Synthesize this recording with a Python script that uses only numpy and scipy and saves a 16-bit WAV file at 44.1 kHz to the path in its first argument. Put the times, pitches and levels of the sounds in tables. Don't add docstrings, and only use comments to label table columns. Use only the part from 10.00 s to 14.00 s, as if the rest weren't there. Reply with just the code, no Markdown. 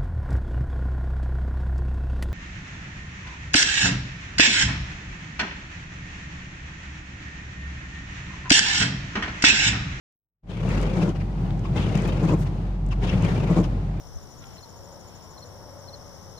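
import sys
import numpy as np
from scipy import signal
from scipy.fft import rfft, irfft, next_fast_len
from scipy.io import wavfile
from scipy.ndimage import map_coordinates

SR = 44100
rng = np.random.default_rng(int(sys.argv[2]) if len(sys.argv) > 2 else 0)


def output_pcm(signal):
    pcm = np.clip(np.atleast_2d(signal).T, -1, 1) * 32767
    wavfile.write(sys.argv[1], SR, np.round(pcm).astype(np.int16))


N = 176400
T = np.arange(N) / SR

# start_s, gain_db
SWEEPS = [(.483, -0.5), (1.75, -1.5), (3.022, -1.5)]
# after_start_s, hiss_gain_db, rub_gain_db
STROKE = [(-.04, -28, -12), (0, -12.5, -2.5), (.014, -1, 6), (.09, -6, 1.5), (.18, -7, 3.5),
          (.215, -3.5, 4), (.32, -4.5, 5.5), (.43, -9.5, 4), (.5, -6, 3), (.55, -2, 8.5), (.6, -15.5, 2.5),
          (.66, -24, -5.5), (.85, -24, -22.5)]
# after_start_s, length_s, from_hz, to_hz,
# width_hz, level_db
SWISHES = [(.008, .12, 3400, 2300, 1310, -42.5), (.19, .13, 2691, 1555, 523, -44),
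           (0.331, .15, 2800, 2290, 650, -49)]
# frequency_hz, gain_db
HISS_SPECTRUM = [(300, -31), (900, 8.5), (1400, 3.5), (2000, 1), (2900, -2), (4000, -6), (6500, -12),
                 (8500, -21), (9800, -19.5), (11000, -30.5), (15500, -29.5)]
RUB_SPECTRUM = [(40, -23.5), (90, -1.5), (140, 2), (200, -1.5), (255, -10), (340, -8.5), (550, -11.5),
                (850, -21), (1020, -25.5), (1400, -26.5), (3000, -69)]
def rubbing():
    flutter_hz, flutter_db, grits_per_s = 26.6, 2.5, 2000
    hiss_gain, rub_gain, swish = np.zeros(N), np.zeros(N), np.zeros((2, N))
    for start, db in SWEEPS:
        hiss_db, rub_db = curves(STROKE, start)
        crest = start + .42
        flutter = flutter_db * bell(crest, .06) * np.cos(2 * np.pi * flutter_hz * (T - crest))
        moving = amp(db) * gate(start - .1, 1.13, edge_s=.017)
        hiss_gain += moving * amp(hiss_db + flutter)
        rub_gain += moving * amp(rub_db + flutter / 2)
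        for after, length, from_hz, to_hz, width_hz, level_db in SWISHES:
            glide = np.interp(T - start - after, [0, length], [from_hz, to_hz])
            swell = amp(db + level_db) * gate(start + after, length, edge_s=.0082)
            swish += swell * sing(glide, width_hz)
    drag = amp(1.67 * wobble(110))
    grit = (rng.random(N) < grits_per_s / SR) * rng.standard_normal((2, N))
    wet = amp(-36) * rush(HISS_SPECTRUM) + amp(-47) * spread(grit, HISS_SPECTRUM) + amp(-42) * chirps()
    rub = amp(-31.5) * rush(RUB_SPECTRUM)
    return drag * (hiss_gain * wet + swish + rub_gain * rub)


def chirps(per_s=190, centre_hz=2356, scatter_octaves=.25, width_s=.0031):
    out, t = np.zeros((2, N + SR)), np.arange(SR // 30) / SR
    draws = np.c_[rng.random((2000, 3)), rng.standard_normal((2000, 2))]
    for when, phase_l, phase_r, pitch, loud in draws[:int(per_s * N / SR)]:
        hz = centre_hz * 2 ** (scatter_octaves * pitch)
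        swell = amp(3.5 * loud) * np.exp(-.5 * ((t - t.mean()) / width_s) ** 2)
        cycles = hz * t + np.array([[phase_l], [phase_r]])
        at = int(when * N)
        out[:, at:at + len(t)] += swell * np.sin(2 * np.pi * cycles)
    return unit(out[:, :N])


# pitch_hz, width_hz, gain_db
ARM_MODES = [(101.5, 28.6, 3.5), (186, 37.4, 1), (451.6, 167, -18)]
# frequency_hz, gain_db
SCRAPE_SPECTRUM = [(120, -21), (330, 1), (600, 6), (1050, 1), (1500, -15), (3000, -34.5), (7000, -22.5),
                   (15000, -52)]
def judder(slip_hz=57, length_s=.22):
    pulses, kick, scrape = np.zeros((3, N))
    for start, db in SWEEPS:
        loose = start + .01
        train = slips(loose + 1 / slip_hz, length_s, slip_hz, scatter=.14, uneven_db=2.5)
        pulses += amp(db) * train * amp(-14 * np.abs(T - start))
        kick[round(loose * SR)] = amp(db)
        scrape += amp(db - 30) * dying(loose, t60_s=.07)
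    active_share = len(SWEEPS) * length_s * SR / N
    stutter = amp(-24.5) * unit(ring(pulses, ARM_MODES)) * np.sqrt(active_share)
    thump = ring(kick, ARM_MODES)
    return stutter + amp(-13) * thump / np.abs(thump).max() + scrape * rush(SCRAPE_SPECTRUM)


# start_s, length_s, level_db, slip_hz
FLIPS = [(.95, 0.05, -21, 180), (1.015, 0.031, -21.5, 175), (1.059, 0.039, -22.5, 345),
         (2.222, 0.035, -17.5, 160), (2.28, 0.025, -21, 170), (2.312, 0.035, -16.5, 160),
         (3.494, 0.029, -16.5, 173), (3.562, .035, -14, 173), (3.597, .024, -20, 330)]
# pitch_hz, width_hz, gain_db
GLASS_MODES = [(157.6, 26, 0), (192, 28.6, -0.5), (304, 32.5, -4.5), (358, 59, -12.5), (452, 39, -11),
               (617, 94, -21.5), (1052, 69, -22)]
# frequency_hz, gain_db
DASHBOARD_SPECTRUM = [(100, -29), (170, 15.5), (240, -5), (320, -1.5), (480, -15), (700, -26.5),
                      (1500, -50)]
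def flips():
    pulses, force, tail = np.zeros((3, N))
    for start, length, db, hz in FLIPS:
        pulses += amp(db) * slips(start, length, hz, scatter=.08, uneven_db=.7) / np.sqrt(hz)
        force += amp(db) * gate(start, length, edge_s=.01)
        tail += amp(db - 11) * dying(start + length / 2, t60_s=.28)
    boom = unit(ring(pulses, GLASS_MODES)) * np.sqrt(np.mean(force ** 2))
    return boom + amp(-16.5) * force * rush(SCRAPE_SPECTRUM) + tail * rush(DASHBOARD_SPECTRUM)


# peak_s, width_s, tone_db, pitch_hz, hiss_db
SQUELCHES = [(1.098, 0.014, -55, 2967, -45), (1.162, 0.0085, -54, 2685, -47.5),
             (1.213, 0.0091, -45.5, 2300, -49.5), (1.656, 0.0096, -46, 2525, -49.5),
             (1.694, 0.0093, -59, 2980, -59), (1.835, .008, -42.5, 3320, -56.5),
             (1.953, 0.0081, -44, 2550, -57.5), (2.425, 0.0085, -66, 2400, -44.5),
             (2.472, 0.01, -53, 2305, -45.5), (2.925, 0.0098, -42.5, 2602, -43),
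             (3.098, 0.0044, -32.5, 2876, -53), (3.647, 0.011, -48.5, 2900, -42)]
def squelches(sag_hz_per_s=24000, width_hz=570):
    tone, hiss, glide = np.zeros((3, N))
    for peak, width, tone_db, hz, hiss_db in SQUELCHES:
        sag = sag_hz_per_s * np.clip(T - peak, -2 * width, 2 * width)
        glide = np.where(T > peak - 3 * width, hz - sag, glide)
        tone += amp(tone_db) * bell(peak, width)
        hiss += amp(hiss_db) * bell(peak, width)
    voice = sing(glide, width_hz) + amp(-13.5) * sing(2 * glide, width_hz)
    return tone * voice + hiss * rush(HISS_SPECTRUM)


# start_s, level_db
KNOCKS = [(1.648, -33.5), (2.921, -33.5)]
def knocks():
    return sum(amp(db) * dying(start, t60_s=.1) for start, db in KNOCKS) * sing(1100, width_hz=140)


# start_s, level_db, centre_hz, width_octaves
TICKS = [(.69, -44, 6000, .5), (.815, -40.5, 6500, .5), (.828, -45, 7050, 0.48), (1.092, -43.5, 6050, 0.31),
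         (1.506, -36, 2300, .6), (1.578, -57, 7000, .4), (1.594, -52, 6500, .4), (1.801, -50, 6000, 0.29),
         (1.84, -52, 7000, 0.63), (1.954, -37, 6000, 0.52), (1.976, -41, 5960, .6),
         (2.021, -43, 6500, 0.31), (2.0767, -39.5, 7000, .7), (2.338, -50, 5900, .6),
         (2.864, -52, 6400, .35), (2.888, -51.5, 6560, 0.42), (3.073, -44, 5500, 0.31),
         (3.224, -40.5, 6500, 0.45), (3.2474, -42.5, 6474, 0.46), (3.602, -41, 6000, 0.33),
         (3.6415, -42, 4950, 0.43)]
def ticks(t60_s=.013):
    out, size = np.zeros((2, N + SR)), 4096
    t, f = np.arange(size) / SR, np.fft.rfftfreq(size, 1 / SR) + 1
    for start, db, hz, octaves in TICKS:
        band = np.exp(-.5 * (np.log2(f / hz) / octaves) ** 2)
        snap = unit(irfft(rfft(rng.standard_normal((2, size))) * band))
        at = round(start * SR)
        out[:, at:at + size] += amp(db) * 1000 ** (-t / t60_s) * snap
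    return out[:, :N]


# peak_s, width_s, level_db
SPRAY = [(2.413, 0.023, -55)]
# frequency_hz, gain_db
SPRAY_SPECTRUM = [(2000, -20), (5000, 4), (9000, 0), (14000, -3), (16000, -19)]
def spray():
    return sum(amp(db) * bell(peak, width) for peak, width, db in SPRAY) * rush(SPRAY_SPECTRUM)


# time_s, level_db
ENGINE_LEVEL = [(.7, -28.5), (.8, -24.5), (.95, -32), (1.3, -30.5), (1.45, -30), (1.96, -31), (2.06, -28.5),
                (2.26, -30.5), (3.0, -26), (3.39, -31.5), (3.67, -26.5), (4.0, -31.5)]
# time_s, pitch_hz
FIRING_PITCH = [(1.3, 46.5), (1.45, 47.75), (1.96, 48.23), (2.06, 46)]
# multiple, gain_db
OVERTONES = [(2, -17), (3, -18.5)]
def engine():
    (db,), (hz,) = curves(ENGINE_LEVEL), curves(FIRING_PITCH)
    phase = 2 * np.pi * np.cumsum(hz * (1 + .0082 * wobble(13))) / SR
    upper = sum(amp(gain_db + 5.3 * wobble(12)) * np.sin(k * phase + .84 * wobble(9))
                for k, gain_db in OVERTONES)
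    return np.sqrt(2) * amp(db + 1.5 * wobble(20)) * (np.sin(phase) + upper)


# frequency_hz, gain_db
ROAD_SPECTRUM = [(40, -19), (70, -10.5), (98, 2), (125, -1.5), (165, -0.5), (195, -7), (240, -15.5),
                 (300, -15.5), (390, -18.5), (450, -23.5), (660, -25), (790, -23), (900, -27.5),
                 (1550, -37.5), (2600, -42), (6000, -52.5), (15000, -71)]
# time_s, contour_db
ROAD_SWELL = [(0.8, -30), (2.35, -25), (2.71, -39), (3.39, -18.5), (4.0, -38.5)]
def road(swell_depth=.26):
    contour_db, = curves(ROAD_SWELL)
    bass_cut = [(20, -9), (67, -4), (100, 0)]  # frequency_hz, gain_db
    rumble = unit(filtered(rush(ROAD_SPECTRUM), lambda hz: amp(along(bass_cut, hz))))
    level_db = -28 + swell_depth * (contour_db - contour_db.mean()) + 1.5 * wobble(9)
    return amp([[.5], [-.5]]) * amp(level_db) * rumble


# frequency_hz, correlation
CABIN_LIKENESS = [(60, 1), (150, 0.98), (300, 0.84), (600, 0.76), (1200, 0), (2500, 0.082), (8000, 0)]
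def spread(pair, spectrum):
    def response(hz):
        angle = np.arccos(np.clip(along(CABIN_LIKENESS, hz), -1, 1)) / 2
        return amp(along(spectrum, hz)) * [np.cos(angle), np.sin(angle)]
    mid, side = filtered(pair, response)
    return unit(np.array([mid + side, mid - side]))


def rush(spectrum):
    return spread(rng.standard_normal((2, N)), spectrum)


def slips(start, length, hz, scatter, uneven_db):
    k = np.arange(int(length * hz) + 1)
    late, loud = rng.standard_normal((100, 2))[k].T
    times = start + (k + scatter * late) / hz
    return np.bincount(np.clip(times * SR, 0, N - 1).astype(int), amp(uneven_db * loud), N)


def ring(pulses, modes, rubber_hz=1500):
    def body(f):
        return sum((-1) ** k * amp(db) * 1j * f * width / (hz * hz - f * f + 1j * f * width)
                   for k, (hz, width, db) in enumerate(modes))
    return filtered(pulses, lambda f: body(f) / (1 + 1j * f / rubber_hz) ** 2)


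def sing(hz, width_hz):
    phase = 2 * np.pi * np.cumsum(hz + 0 * T) / SR
    lowpass = signal.butter(2, width_hz / 2, fs=SR, output="sos")
    a, b = signal.sosfilt(lowpass, rng.standard_normal((2, 2, N)))
    return unit(a * np.cos(phase) + b * np.sin(phase))


def filtered(x, response):
    size = next_fast_len(N + SR // 2)
    return irfft(rfft(x, size) * response(np.fft.rfftfreq(size, 1 / SR)), size)[..., :N]


def amp(db):
    return 10 ** (np.asarray(db) / 20)


def unit(x):
    return x / np.sqrt(np.mean(x ** 2) + 1e-20)


def along(points, hz):
    f, values = np.transpose(points)
    return np.interp(np.log(hz + 1), np.log(f + 1), values)


def curves(rows, start=0):
    times, *columns = np.transpose(rows)
    return [np.interp(T - start, times, column) for column in columns]


def wobble(rate):
    return map_coordinates(rng.standard_normal(int(N * rate / SR) + 4), [T * rate])


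def bell(peak, width):
    return np.exp(-.5 * ((T - peak) / width) ** 2)


def gate(start, length, edge_s):
    return np.clip((T - start) / edge_s, 0, 1) * np.clip((start + length - T) / edge_s + .5, 0, 1)


def dying(start, t60_s):
    age = np.maximum(T - start, 0)
    return (1 - np.exp(-age / .004)) * 10 ** (-3 * age / t60_s)


# frequency_hz, left_minus_right_db
WIPER_LEAN = [(60, 1.5), (150, 3), (300, 3.5), (500, 1), (1000, 3), (2200, 4.5), (4000, 6), (7000, 10.5),
              (13000, 1)]
def scene():
    wipers = rubbing() + judder() + flips() + squelches() + spray() + knocks() + ticks()
    sides = np.array([[.5], [-.5]])
    return filtered(wipers, lambda hz: amp(along(WIPER_LEAN, hz) * sides)) + engine() + road()


# time_s, gain_db
FADE_IN = [(0, -87), (.422, -61), (.436, -22.5), (.48, -14), (.52, -10.5), (.6, -5.5), (.68, 0), (.78, 0.5)]
def record(dry):
    top_hz = 15830
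    fade_db, = curves(FADE_IN)
    return filtered(dry * amp(fade_db), lambda hz: hz < top_hz)


dry = scene()
out = record(dry)
output_pcm(out)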